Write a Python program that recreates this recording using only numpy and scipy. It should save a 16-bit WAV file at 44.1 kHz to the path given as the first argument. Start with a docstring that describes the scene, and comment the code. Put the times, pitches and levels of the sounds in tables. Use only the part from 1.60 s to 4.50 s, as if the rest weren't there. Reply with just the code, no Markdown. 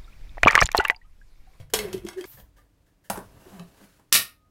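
"""In a small tiled kitchen a steel pressure cooker lid drops on its pot, rocks, scrapes and settles: noise bursts
excite its modes while the air in the pot groans. After an abrupt cut the lid is turned: shaped noise makes the
gasket hiss and the hands rub, the plastic handles knock and grind as damped modes, with a sharp tick and a brief
hum of the pot. Last, the lock snaps shut in a cluster of short metallic blows. Quiet room air and low shaking
lie under it all."""
import sys
import numpy as np
from scipy import signal
from scipy.fft import rfft, irfft
from scipy.io import wavfile
from scipy.ndimage import uniform_filter1d

SR = 44100
rng = np.random.default_rng(int(sys.argv[2]) if len(sys.argv) > 2 else 0)


def file_out(sig):
    """Save sig as 16-bit WAV at sys.argv[1]."""
    # one column per channel
    cols = np.atleast_2d(sig).T
    # limit, then scale
    lim = np.clip(cols, -1, 1)
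    pcm = np.round(lim * 32767).astype(np.int16)
    wavfile.write(sys.argv[1], SR, pcm)


def invert_db(x):
    """Field ratio 10**(x/20) for x, a level in decibels (scalar or array-like)."""
    u = np.asarray(x, float) / 20
    return 10 ** u


N = 127890
CUT_S = .654  # the first shot ends here

# Blow tables: start_s, level_db, tilt_db_per_octave, chatter_s, ring_to_crack_db
# Mode tables: pitch_hz, level_db, t60_s
# Colour and crack tables: frequency_hz, density_db (per Hz)
# Lid striking the rim (blows)
LID_BLOWS = [(0, -51.5, -1, 0.021, -37), (.1365, -9.5, 1, 0.01, -8), (.1890, -18.5, -0.2, 0.0035, 1.5),
             (.3290, -27.5, 0.3, 0.0083, -12), (.379, -34, 3, 0.00096, -2), (.4492, -41.5, 5, 0.0047, -4),
             (.4654, -34.5, -2.5, 0.012, -11.5), (.4865, -26, -2.5, 0.0025, 0),
             (.5307, -40.5, -3, 0.0062, -11), (.61, -31.5, -1.5, 0.0028, -2),
             (.6412, -34.5, -3.5, 0.0023, 7), (.7994, -41.5, -4.5, 0.0022, -22)]
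# Lid touching the rim softly (blows)
LID_TOUCHES = [(.098, -42.5, 3, 0.0027, -28), (.568, -40, 0.5, 0.041, -27), (.768, -44.5, -2, 0.012, -8.5),
               (.96, -51.5, 1.5, 0.023, -5.5), (1.255, -60.5, 2, 0.023, -21),
               (1.435, -52.5, 3, 0.034, -11.5)]
# Lid resonances (modes)
LID_MODES = [(590, -14, .1), (810, -17, .07), (1020, -12, .08), (1170, -12, .12), (1680, -7, .06),
             (2186, -3, .06), (2665, -8, .05), (3316, -2, .045), (4630, -4, .04), (5459, -5, .04),
             (6368, -8, .035), (7000, -9, .08), (7892, -8, .03), (9329, -12, .03)]
# Broad contact noise of a lid blow (crack)
LID_CRACK_COLOUR = [(350, -40), (600, -5), (1410, -12), (2760, -6.5), (3300, -2), (3630, -8), (7830, -10.5),
                    (13600, -15), (16000, -31.5)]
# Broad contact noise of a soft touch (crack)
TOUCH_CRACK_COLOUR = [(240, -28), (400, -7), (1420, -14), (1710, -1.5), (2360, -25), (2930, -15.5),
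                      (3690, -20.5), (13500, -28), (16000, -31)]
# Lid scraping on the rim while it rocks: time_s, level_db (before a trim)
SCRAPE_LEVEL = [(0.0, -44.5), (0.062, -76.5), (0.228, -34), (0.33, -47.5), (0.468, -57), (0.578, -58),
                (0.654, -51)]
# Steel grinding on steel (colour)
SCRAPE_SPECTRUM = [(290, -28), (500, 5), (831, -5.5), (1190, -7), (1740, -8), (7100, -24), (12000, -20),
                   (16000, -34)]
# Air in the pot groaning in bursts: time_s, rms_level_db
GROAN_LEVEL = [(.134, -51), (.14, -23), (.149, -42.5), (.162, -33.5), (.184, -56), (.192, -33.5),
               (.235, -52), (.253, -31), (.265, -47), (.3, -42), (.315, -60), (.335, -46), (.348, -27),
               (.362, -51), (.395, -50), (.41, -55), (.444, -46), (.453, -32), (.475, -50), (.5, -51),
               (.558, -54.5), (.572, -35.5), (.592, -34), (.603, -47), (.612, -35), (.654, -49.5)]
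# Pitch of the groan, lower as the lid closes: time_s, pitch_hz
GROAN_PITCH = [(.134, 462), (.165, 436), (.25, 404.3), (.285, 356.5), (.35, 379.7), (.46, 348.4),
               (.654, 370.6)]
# The hob answering the groan: time_s, rms_level_db
HOB_LEVEL = [(.134, -56), (.26, -46), (.325, -58), (.35, -40.5), (.41, -78), (.455, -41.5), (.5, -72)]
# Plastic handles knocking (blows)
HANDLE_BLOWS = [(1.4995, -14.5, 0.5, 0.0066, -20), (1.556, -30.5, -1.5, 0.016, -13.5),
                (1.574, -27.5, -0.5, 0.006, 0), (1.589, -30, -2.5, 0.00444, -1.5),
                (1.861, -48, -7, 0.03, -28), (1.92, -48.5, -4.5, 0.028, -14), (2.0, -43.5, -21, 0.008, 9.5),
                (2.21, -44, -4.5, 0.01, -11), (2.395, -47, -1.5, 0.0058, -6.5)]
# Handle resonances when free (modes)
HANDLE_MODES = [(295, -1, 0.02), (385, -2, 0.11), (612, -8, 0.06), (643, -2.5, 0.027), (940, -4, 0.061),
                (1150, -17, 0.18), (1590, -10, .03), (2695, -19, 0.037), (7400, -28, 0.07),
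                (11340, -25, 0.08)]
# Broad contact noise of a handle knock (crack)
HANDLE_CRACK_COLOUR = [(150, -27), (250, -9.5), (576, -8.5), (971, -3), (2280, -18.5), (4190, -22),
                       (9330, -17), (16000, -26.5)]
# Sharp tick while the handles turn, then the lock closing (blows)
TICK_AND_LOCK_BLOWS = [(1.9953, -32.5, -6, 0.0021, -7), (2.5222, -17, -4.5, 0.0018, -16.5),
                       (2.5256, 1, 1, 0.0029, -13), (2.53, -8, 2, 0.011, -12), (2.541, -8, 2, 0.02, -8),
                       (2.55, -9, -1, 0.021, -9.5)]
# Lock resonances, lent to the tick (modes)
LOCK_MODES = [(1235, -33, 1.1), (1872, -6, .06), (2611, -3, .09), (3047, -2, .09), (3488, -6, .06),
              (3963, -1, .09), (4475, -9, .025), (5518, -6, .06), (5078, -7, .06), (8966, -7, .06),
              (10083, -8, .05)]
# Broad contact noise of the lock, lent to the tick (crack)
LOCK_CRACK_COLOUR = [(59, -54.5), (100, -18), (836, -24), (1200, -2.5), (1520, -14), (1830, -2), (2130, -6),
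                     (3860, -3), (12400, -7.5), (16000, -18.5)]
# Gasket sliding on the rim: time_s, rub_db, hiss_db
GASKET_LEVEL = [(.654, -48, -59), (.668, -60, -57), (.672, -57.5, -55), (.70, -63, -49),
                (.735, -56.5, -51.5), (.77, -61.5, -57.5), (.805, -59.5, -55), (.84, -75, -68),
                (.9, -80.5, -90)]
# Broad rub of the rubber (colour)
GASKET_RUB_SPECTRUM = [(240, -39.5), (400, -7), (615, -6), (858, 0), (3480, -4), (11000, -4),
                       (14300, -40.5), (22000, -120)]
# Fine high hiss of the rubber (colour)
GASKET_HISS_SPECTRUM = [(9000, -40), (11500, -8), (12500, -6), (14200, -3.5), (15600, -8), (16500, -27.5)]
# Hands turning the handles: time_s, rub_db, creak_db (before trims)
TURN_LEVEL = [(1.62, -64, -68), (1.686, -68, -66), (1.78, -68.5, -55), (1.812, -63.5, -62),
              (1.828, -64.5, -54), (1.946, -59, -55), (2.008, -67, -52), (2.022, -66, -66),
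              (2.138, -68, -64), (2.242, -62.5, -57), (2.276, -69, -70), (2.352, -68, -70.5),
              (2.404, -75.5, -64), (2.48, -82.5, -90.5), (2.5, -76.5, -75.5)]
# Skin and plastic rubbing (colour)
TURN_RUB_SPECTRUM = [(710, -21.5), (1200, -0.5), (2350, -5), (4750, -7), (6370, -7.5), (11200, -10.5),
                     (16000, -14)]
# Pot, lid, worktop and hollow handle bumping on one resonance each:
# start_s, peak_level_db, pitch_hz, t60_s, rise_s
BUMPS = [(0, -55, 149.5, 0.56, 0.0068), (0.74, -54.5, 126.7, 0.13, 0.0036), (0.815, -52, 55, 0.23, 0.0057),
         (0.86, -62, 46.7, 0.96, 0.03), (1.499, -34, 197, 0.079, 0.0018), (0.781, -58, 198.3, 0.13, 0.004),
         (0.981, -62, 1203, 0.11, 0.0051), (1.4993, -26.5, 706, 0.026, 0.00045),
         (1.5006, -40.5, 955, 0.21, 0.0013), (1.567, -43.5, 190, 0.17, 0.0065),
         (1.73, -58, 139, 0.19, 0.0122), (1.858, -48, 373, 0.091, 0.0052), (1.574, -36, 387.4, 0.055, .005),
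         (2.21, -55, 200, 0.18, 0.0081), (2.543, -49, 138, 0.13, 0.0031)]
# Pot humming on the hob while the handles grind together: time_s, level_db
HUM_LEVEL = [(1.915, -66), (1.935, -47.5), (1.96, -47.5), (1.985, -50.5), (2.0, -44), (2.026, -42),
             (2.038, -76), (2.06, -79)]
# Decay of the room: frequency_hz, t60_s
ROOM_DECAY = [(100, 0.24), (500, 0.28), (2000, 0.25), (6000, 0.2), (16000, 0.22)]
# Colour of the tail, with a dip near 7.4 kHz as from the microphone: frequency_hz, gain_db
ROOM_TAIL_GAIN = [(5500, 0.5), (7400, -5), (9500, 3.5)]
# Room air and microphone hiss (colour)
AIR_SPECTRUM = [(15, -29), (40, -5), (192, -15.5), (245, -23.5), (296, -14), (339, -25), (651, -25.5),
                (787, -31.5), (4240, -41), (16500, -46.5)]
# Floor and worktop shaking: time_s, level_db (before a trim)
SHAKE_LEVEL = [(0.0, -34), (0.11, -50), (0.15, -42), (0.37, -37), (0.73, -62), (0.81, -49.5), (1.08, -67),
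               (1.47, -72), (1.52, -35), (1.97, -69), (2.03, -58), (2.05, -97), (2.54, -53), (2.9, -77)]

# Relative spread of the partials in each mode: ordinary parts, and thick parts with cleaner lines
SPLIT, TIGHT_SPLIT = .018, .005
BUMP_ROOM_DB = -3.5  # bumps and groans wake the room less


def curve(rows, col=1):
    """Linear interpolation: one column of a time table per sample, -140 outside."""
    r = np.array(rows, float)
    return np.interp(np.arange(N) / SR, r[:, 0], r[:, col], left=-140, right=-140)


def unit(x):
    """Normalisation: mean power 1."""
    return x / np.sqrt(np.mean(x ** 2) + 1e-30)


def colour(x, points, tilt_db=0.):
    """Minimum-phase filtering: a causal response from (Hz, dB) points, tilted per octave about 2 kHz."""
    n, p = len(x) // 2 * 2, np.array(points, float)
    f = np.maximum(np.fft.rfftfreq(n, 1 / SR), 10)
    db = np.interp(np.log(f), np.log(p[:, 0]), p[:, 1]) + tilt_db * np.log2(f / 2000)
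    # folding the cepstrum forward in time makes the filter causal
    cepstrum = irfft(np.log(invert_db(db)), n)
    cepstrum = np.concatenate([cepstrum[:1], 2 * cepstrum[1:n // 2], np.zeros(n // 2)])
    return irfft(rfft(x, n) * np.exp(rfft(cepstrum)), n)


def walk(rate):
    """Slow random modulation: normal levels held for 1 / rate seconds and slewed."""
    k = max(int(SR / rate), 2)
    return uniform_filter1d(np.repeat(rng.standard_normal(N // k + 1), k), k)[:N]


def add(out, x, s):
    """Superposition: mix x into out from time s."""
    i = int(max(s, 0) * SR)
    out[i:i + len(x)] += x[:N - i]


def rings(modes, scatter_db=3., tilt_db=0., split=SPLIT):
    """Modal impulse response: each mode is a cluster whose strength depends on where it is struck."""
    partials = np.repeat(np.array(modes, float), repeats=5, axis=0)
    t = np.arange(SR // 3) / SR
    scatter = rng.standard_normal((len(partials), 2))
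    tilt = tilt_db * np.log2(partials[:, 0] / 2000)
    gain = invert_db(partials[:, 1] + scatter_db * scatter[:, 0] + tilt)
    hz = partials[:, :1] * (1 + split * scatter[:, 1:])
    decay = np.exp(-np.log(1000) * t / np.maximum(partials[:, 2:], .01))
    return gain @ (np.sin(2 * np.pi * hz * t) * decay)


def hits(events, modes, crack_colour, rise_s=0.00014, dull_db=0., split=SPLIT):
    """Impact excitation: a brief chatter of contact gives a broad crack and drives the object's modes."""
    out, t = np.zeros(N), np.arange(SR // 6) / SR
    for s, db, tilt_db, chatter, ring_db in events:
        envelope = (1 - np.exp(-t / rise_s)) ** 2 * np.exp(-t / np.clip(chatter, .0003, .025))
        push = rng.standard_normal(len(t)) * envelope
        crack = colour(push, crack_colour, tilt_db)
        blow = signal.fftconvolve(push, rings(modes, 5.6, tilt_db + dull_db, split))
        # the crack has energy 1, the ring is set against it
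        blow *= invert_db(ring_db) / np.sqrt(np.sum(blow ** 2))
        blow[:len(crack)] += crack / np.sqrt(np.sum(crack ** 2))
        # longer contact carries more energy
        add(out, invert_db(db) * blow * np.sqrt(chatter * SR / 8), s)
    return out


def lid_on_rim():
    """Impact on a steel shell: hard blows ring it, soft slow touches wake mostly its low modes."""
    clanks = hits(LID_BLOWS, LID_MODES, LID_CRACK_COLOUR)
    return clanks + hits(LID_TOUCHES, LID_MODES, TOUCH_CRACK_COLOUR, rise_s=0.0091, dull_db=-14)


def scrape():
    """Dry friction of steel on steel: uneven grains of noise, partly ringing the lid."""
    grit = rng.standard_normal(N) * invert_db(2.7 * walk(120) + 2.9 * walk(40))
    ring = unit(signal.fftconvolve(grit, rings(LID_MODES, 2.5, -2.2))[:N])
    return (unit(colour(grit, SCRAPE_SPECTRUM)) + invert_db(-12) * ring) * invert_db(curve(SCRAPE_LEVEL) - 6.0)


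def groan():
    """Cavity resonance: the pot's air sounds an unsteady, gritty tone and the hob answers below."""
    air_hz = np.maximum(curve(GROAN_PITCH), 0) * (1 + .02 * walk(70))
    air = np.sin(2 * np.pi * np.cumsum(air_hz) / SR) * invert_db(curve(GROAN_LEVEL) + 1.5 * walk(150))
    hob_hz = 198.3 * (1 + .06 * walk(50))
    hob = np.sin(2 * np.pi * np.cumsum(hob_hz) / SR) * invert_db(curve(HOB_LEVEL) + 3 * walk(60))
    return np.sqrt(2) * (air + hob)  # a sine of rms 1 peaks at root 2


def gasket():
    """Sliding friction of rubber on steel: a broad rub and a fine high hiss."""
    rub = unit(colour(rng.standard_normal(N), GASKET_RUB_SPECTRUM))
    hiss = unit(colour(rng.standard_normal(N), GASKET_HISS_SPECTRUM))
    rub = rub * invert_db(curve(GASKET_LEVEL) + 0.5 * walk(49.8))
    return rub + hiss * invert_db(curve(GASKET_LEVEL, 2) + 1.5 * walk(40))


def handle_knocks():
    """Impact on plastic: the handles crack together and ring on their modes."""
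    return hits(HANDLE_BLOWS, HANDLE_MODES, HANDLE_CRACK_COLOUR)


def turning():
    """Stick-slip friction: skin and plastic rub while uneven slips shake the hand-damped handle."""
    rub = unit(colour(rng.standard_normal(N), TURN_RUB_SPECTRUM))
    rub = rub * invert_db(curve(TURN_LEVEL) + 1.5 + 1.7 * walk(100))
    slips = rng.standard_normal(N) * invert_db(1.3 * walk(110))
    held = [(hz, db, 0.12 * t60) for hz, db, t60 in HANDLE_MODES]  # the hand shortens the ring
    body = unit(signal.fftconvolve(slips, rings(held, 0., 3.9))[:N])
    return rub + body * invert_db(curve(TURN_LEVEL, 2) - 0.5)


def tick_and_lock():
    """Impact on thick parts: a sharp tick, then the lock's blows, ring on narrow clusters of partials."""
    return hits(TICK_AND_LOCK_BLOWS, LOCK_MODES, LOCK_CRACK_COLOUR, split=TIGHT_SPLIT)


def swell(hz, t60, rise):
    """Damped oscillation: one soft push on a resonance, envelope peak 1."""
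    t = np.arange(SR // 2) / SR
    env = (1 - np.exp(-t / max(rise, .0005))) ** 2 * np.exp(-np.log(1000) * t / max(t60, .02))
    return np.sin(2 * np.pi * hz * t) * env / env.max()


def thuds():
    """Single-mode response: soft bumps of pot, lid, worktop and hollow handle, mostly low."""
    out = np.zeros(N)
    for s, db, hz, t60, rise in BUMPS:
        add(out, invert_db(db) * swell(hz, t60, rise), s)
    return out


def hum():
    """Frequency modulation: a firm low tone wavers about 183 Hz, with a higher mode at 3.8 times its pitch."""
    phase = 2 * np.pi * np.cumsum(183 * (1 + 0.037 * walk(30))) / SR
    return (np.sin(phase) + invert_db(-12) * np.sin(3.8 * phase)) * invert_db(curve(HUM_LEVEL))


def room(x):
    """Reverberation of tiled walls: a dense tail builds quickly and dies band by band."""
    t, tail, r = np.arange(SR // 2) / SR, 0, np.array(ROOM_DECAY, float)
    gap_s, build_s, tail_db = 0.0049, 0.0018, -3.5
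    for hz in 60 * 2. ** np.arange(9):
        t60 = np.interp(np.log(hz), np.log(r[:, 0]), r[:, 1])
        octave = [(hz / 2, -40), (hz / 1.5, -5), (hz, 0), (hz * 1.5, -5), (hz * 2, -40)]
        band = colour(rng.standard_normal(len(t)), octave)
        bass = invert_db(1.5 * max(np.log2(1000 / hz), 0))  # dB per octave under 1 kHz
        tail = tail + band * np.exp(-np.log(1000) * t / t60) * bass
    tail = colour(tail, ROOM_TAIL_GAIN) * np.clip((t - gap_s) / build_s, 0, 1)
    return x + signal.fftconvolve(x, tail * invert_db(tail_db) / np.sqrt(np.sum(tail ** 2)))[:N]


def kitchen():
    """Background noise by filtering: quiet room air and microphone hiss, with low shaking that comes and goes."""
    air = unit(colour(rng.standard_normal(N), AIR_SPECTRUM)) * invert_db(-65 + 2.0 * walk(2.3))
    low_spectrum = [(18, -11.0), (45, -6.5), (80, -11.5), (115, -5.5), (200, -41.5), (1000, -78.5)]
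    low = unit(colour(rng.standard_normal(N), low_spectrum))
    return air + low * invert_db(curve(SHAKE_LEVEL) - 8.5 + 2 * walk(12.0))


def scene():
    """Superposition of two shots: the first, with its reverberation, stops at the cut; the second carries on."""
    t = np.arange(N) / SR
    lid, air = lid_on_rim(), groan()
    first = room(lid + scrape() + invert_db(BUMP_ROOM_DB) * air) + air
    first = first * np.clip((CUT_S - t) / 0.00043, 0, 1)
    second = lid * (t > CUT_S + .1) + handle_knocks() + tick_and_lock() + turning()
    bumps = thuds() + hum()
    second = room(second + invert_db(BUMP_ROOM_DB) * bumps) + bumps
    return (first + second + gasket() + kitchen())[None]


def low_pass(x):
    """Removes everything above the highest recorded frequency."""
    return signal.sosfilt(signal.butter(12, 16920, fs=SR, output="sos"), x)


def record(dry):
    """Band limiting and soft saturation: the microphone cuts the top and rounds the loudest peak."""
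    lowpass = signal.ellip(8, .2, 70, 15950, fs=SR, output="sos")
    limited = signal.sosfilt(lowpass, dry)
    ceiling = .95
    mix = limited / (1 + (limited / ceiling) ** 6) ** (1 / 6)
    return low_pass(mix)


dry = scene()
out = record(dry)
file_out(out)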